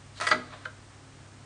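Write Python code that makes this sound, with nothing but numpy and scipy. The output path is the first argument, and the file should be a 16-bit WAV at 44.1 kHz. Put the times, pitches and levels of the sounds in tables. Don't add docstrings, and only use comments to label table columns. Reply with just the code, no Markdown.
import sys
import numpy as np
from scipy import signal
from scipy.fft import rfft, irfft
from scipy.io import wavfile

SR = 44100
rng = np.random.default_rng(int(sys.argv[2]) if len(sys.argv) > 2 else 0)


def output_pcm(signal):
    pcm = np.clip(np.atleast_2d(signal).T, -1, 1) * 32767
    wavfile.write(sys.argv[1], SR, np.round(pcm).astype(np.int16))


N = 63945
HZ, TIME = np.fft.rfftfreq(N, 1 / SR), np.arange(N) / SR

# f/Hz, level/dB, T60/s
BLOCK_MODES = [(623.4, -18, 0.12), (664.7, -20, 0.11), (875, -19.5, 0.082), (1237, 0.5, 0.052),
               (1299.6, -4, 0.065), (1373, -6, 0.035), (1523, -4, 0.034), (1641, -2.5, 0.048),
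               (1984, -1, 0.063), (2200, -10, .04), (3266, -15.5, 0.057), (3376, -18, 0.04),
               (4650, -11, 0.03), (4643, -18.5, 0.026)]
# f/Hz, level/dB
CLATTER_SPECTRUM = [(40, -49), (130, -36), (300, -14), (600, -3.5), (1050, -5.5), (1300, 3.5), (1650, -3.5),
                    (1820, -9.5), (2050, 1), (2800, -12.5), (3400, -7), (4650, -11), (5300, -23),
                    (6500, -18.5), (7500, -28), (9000, -27), (10500, -47.5)]


def amp(db):
    return 10 ** (np.asarray(db) / 20)


def unit(x):
    return x / np.sqrt(np.mean(x ** 2) + 1e-20)


def read(points, hz):
    f, value = np.transpose(points)
    return np.interp(np.log(hz + 1), np.log(f + 1), value)


def add(mix, s, sound):
    part = mix[round(s * SR):][:len(sound)]
    part += sound[:len(part)]


def colour(x, spectrum, tilt_db=0):
    gain = amp(read(spectrum, HZ) + tilt_db * np.log2(np.maximum(HZ, 300)))
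    return unit(irfft(rfft(x) * gain, N))


def noise(spectrum, tilt_db=0):
    return colour(rng.standard_normal(N), spectrum, tilt_db)


def drift(hz):
    return unit(irfft(rfft(rng.standard_normal(N)) / (1 + (HZ / hz) ** 4), N))


def ring(modes, rise_s, tilt_db=0, detune=0):
    shift = 1 + detune * rng.standard_normal(len(modes))
    tones = np.zeros(N)
    for k, (hz, db, t60) in enumerate(modes):
        envelope = amp(db + tilt_db * np.log2(hz / 1500) - 60 * TIME / t60)
        tones += (-1) ** k * envelope * np.sin(2 * np.pi * hz * shift[k] * TIME)
    return tones * (1 - np.exp(-TIME / rise_s))


def burst(spectrum, rise_s, t60, tilt_db=0):
    return noise(spectrum, tilt_db) * amp(-60 * TIME / t60) * (1 - np.exp(-TIME / rise_s))


def motor_hum():
    # f/Hz, rms level/dB
    partials = [(67, -67.5), (100.4, -56), (136.5, -59.5), (264, -69.5), (291, -84)]
    out = np.zeros(N)
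    for hz, db in partials:
        waver = 1 + 0.26 * drift(hz=4.6)
        phase = 2 * np.pi * (hz * TIME + rng.random()) + 0.5 * drift(hz=4.6)
        out += amp(db) * np.sqrt(2) * waver * np.sin(phase)
    return out


def room_hiss():
    # f/Hz, relative level/dB
    spectrum = [(15, -50), (27, -18.5), (45, -9), (70, -9), (170, -14), (215, -12), (280, -12.5),
                (450, -19), (750, -19), (1300, -19.5), (3200, -27), (9000, -30), (10000, -42.5),
                (11000, -78)]
    return amp(-53.5) * noise(spectrum)


def rubs():
    # centre t/s, width/s, level/dB, tilt/(dB/octave)
    swells = [(0.179, 0.014, -44, 12), (.536, 0.012, -44.5, 1.5), (.55, 0.11, -53, 3)]
    # f/Hz, level/dB
    spectrum = [(150, -37), (600, 11), (900, 0.5), (1200, 6.5), (2000, -2), (2800, -9.5), (4000, -7.5),
                (5500, -24.5), (10000, -40.5)]
    return sum(noise(spectrum, tilt_db) * amp(db) * np.exp(-.5 * ((TIME - s) / width) ** 2)
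               for s, width, db, tilt_db in swells)


def slide():
    # t/s, level/dB
    friction = [(.2, -73), (.206, -36.5), (.228, -36), (.24, -37.5), (.254, -36), (.264, -40.5),
                (.272, -30), (.289, -34), (.298, -44.5), (.31, -33), (.33, -90)]
    # f/Hz, level/dB
    spectrum = [(100, -24), (350, -2), (560, -7), (680, 5.5), (820, -4.5), (1000, 4.5), (1400, 4.5),
                (2100, 1.5), (2800, -4.5), (4700, -8.5), (7500, -11), (9000, -12), (10500, -28)]
    slips_per_s, spread_db, ring_db = 5400, 2, -5.5
    slips = rng.standard_normal(N) * (rng.random(N) < slips_per_s / SR)
    slips *= amp(spread_db * np.minimum(rng.exponential(1, N), 3))
    force = amp(np.interp(TIME, *np.transpose(friction), left=-120, right=-120))
    body = ring(BLOCK_MODES, rise_s=0.00043)
    ringing = signal.fftconvolve(unit(slips) * force, body / np.linalg.norm(body))[:N]
    return colour(slips, spectrum) * force + amp(ring_db) * ringing


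def knocks():
    # t/s, ring level/dB, ring tilt/(dB/octave), clatter level/dB, clatter tilt/(dB/octave),
    # rise/s, clatter T60/s
    impacts = [(0.2007, -45, -7, -28.5, -4, .0003, 0.024), (.2085, -31.5, -10, -26.5, -0.5, .001, 0.048),
               (.222, -36.5, -12, -32.5, -4.5, .001, 0.043), (0.268, -27, 7, -22, 2, 0.0011, 0.044),
               (.2720, -28, 11.5, -26, -0.5, 0.0015, 0.044), (.2835, -30, -6.5, -29.5, 20, 0.0029, 0.065),
               (0.3115, -31.5, 10.5, -18, 0.5, 0.00017, 0.019),
               (0.3134, -11.5, -2, -19.5, 1, 0.0021, 0.072),
               (0.3282, -24.5, -8.5, -26, -1.5, 0.00051, 0.082)]
    grip_detune = 0.0078
    out = np.zeros(N)
    for s, ring_db, ring_tilt, clatter_db, clatter_tilt, rise_s, t60 in impacts:
        ringing = amp(ring_db) * ring(BLOCK_MODES, rise_s, ring_tilt, grip_detune)
        clatter = amp(clatter_db) * burst(CLATTER_SPECTRUM, rise_s, t60, clatter_tilt)
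        add(out, s, ringing + clatter)
    return out


def ticks():
    # t/s, level/dB
    catches = [(0.201, -37), (0.211, -30), (0.2761, -38), (0.2871, -30), (0.31, -42)]
    # f/Hz, level/dB
    spectrum = [(300, -30.5), (1500, -8), (3500, -2), (5100, 5.5), (5800, -4), (6500, 6), (7500, -6.5),
                (8800, 4), (10500, -11)]
    out = np.zeros(N)
    for s, db in catches:
        add(out, s, amp(db) * burst(spectrum, rise_s=0.00032, t60=0.022))
    return out


def table_thuds():
    # t/s, level/dB
    onsets = [(.319, -36.5), (.3345, -33), (.3555, -33)]
    # f/Hz, level/dB, T60/s
    modes = [(122, -12, 0.18), (169, -3, 0.2), (249.6, -4.5, 0.25), (308.9, 2.5, 0.16), (365.7, -0.5, 0.11),
             (428, -8, 0.17), (483, -3, .07), (607, -10, .13), (1000, -11, 0.13), (1280, -5, .07),
             (1652, -2, 0.11), (2570, -13, .06)]
    thud = ring(modes, rise_s=0.009)
    out = np.zeros(N)
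    for s, db in onsets:
        add(out, s, amp(db) * thud)
    return out


def tap():
    # t/s, ring level/dB, click level/dB
    contacts = [(0.6527, -46, -35), (0.6561, -28.5, -45)]
    # f/Hz, level/dB, T60/s
    modes = [(509, -16, 0.13), (626, -21.5, 0.17), (940, -13, 0.053), (1028, -19.5, 0.18),
             (1282, -5, 0.048), (1397, 0, 0.039), (1575, 2.5, 0.048), (1588, -14, .11), (1660, -2, 0.022),
             (2116, -10.5, 0.027), (3040, -7, 0.018), (3530, -21, 0.02)]
    rise_s = 0.00061
    out = np.zeros(N)
    for s, ring_db, click_db in contacts:
        click = amp(click_db) * burst(CLATTER_SPECTRUM, rise_s, t60=0.032)
        add(out, s, amp(ring_db) * ring(modes, rise_s) + click)
    return out


def room(direct):
    # f/Hz, T60/s
    decay_times = [(150, 0.62), (600, 0.47), (1600, 0.33), (4000, 0.35), (9000, 0.34)]
    echoes_per_s, early_t60, early_db, late_db = 4000, 0.056, -9.5, -10
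    early, late = rng.standard_normal((2, N)) * (rng.random((2, N)) < echoes_per_s / SR)
    early *= amp(-60 * TIME / early_t60) * (TIME > .003)
    hz, t, bands = signal.stft(late, SR, nperseg=256)
    bands *= amp(-60 * t / read(decay_times, hz)[:, None])
    late = signal.istft(bands, SR, nperseg=256)[1][:N] * (TIME > 0.011)
    response = amp(early_db) * early / np.linalg.norm(early) + amp(late_db) * late / np.linalg.norm(late)
    return direct + signal.fftconvolve(direct, response)[:N]


def scene():
    contacts = knocks() + ticks() + table_thuds() + tap() + slide() + rubs()
    bass_cut = signal.butter(2, 130, "high", fs=SR, output="sos")
    return (room(signal.sosfilt(bass_cut, contacts)) + motor_hum() + room_hiss())[None]


def record(dry):
    lowpass = signal.firwin(401, 10050, window=("kaiser", 8), fs=SR)
    return signal.oaconvolve(dry, lowpass[None], "same")


dry = scene()
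out = record(dry)
output_pcm(out)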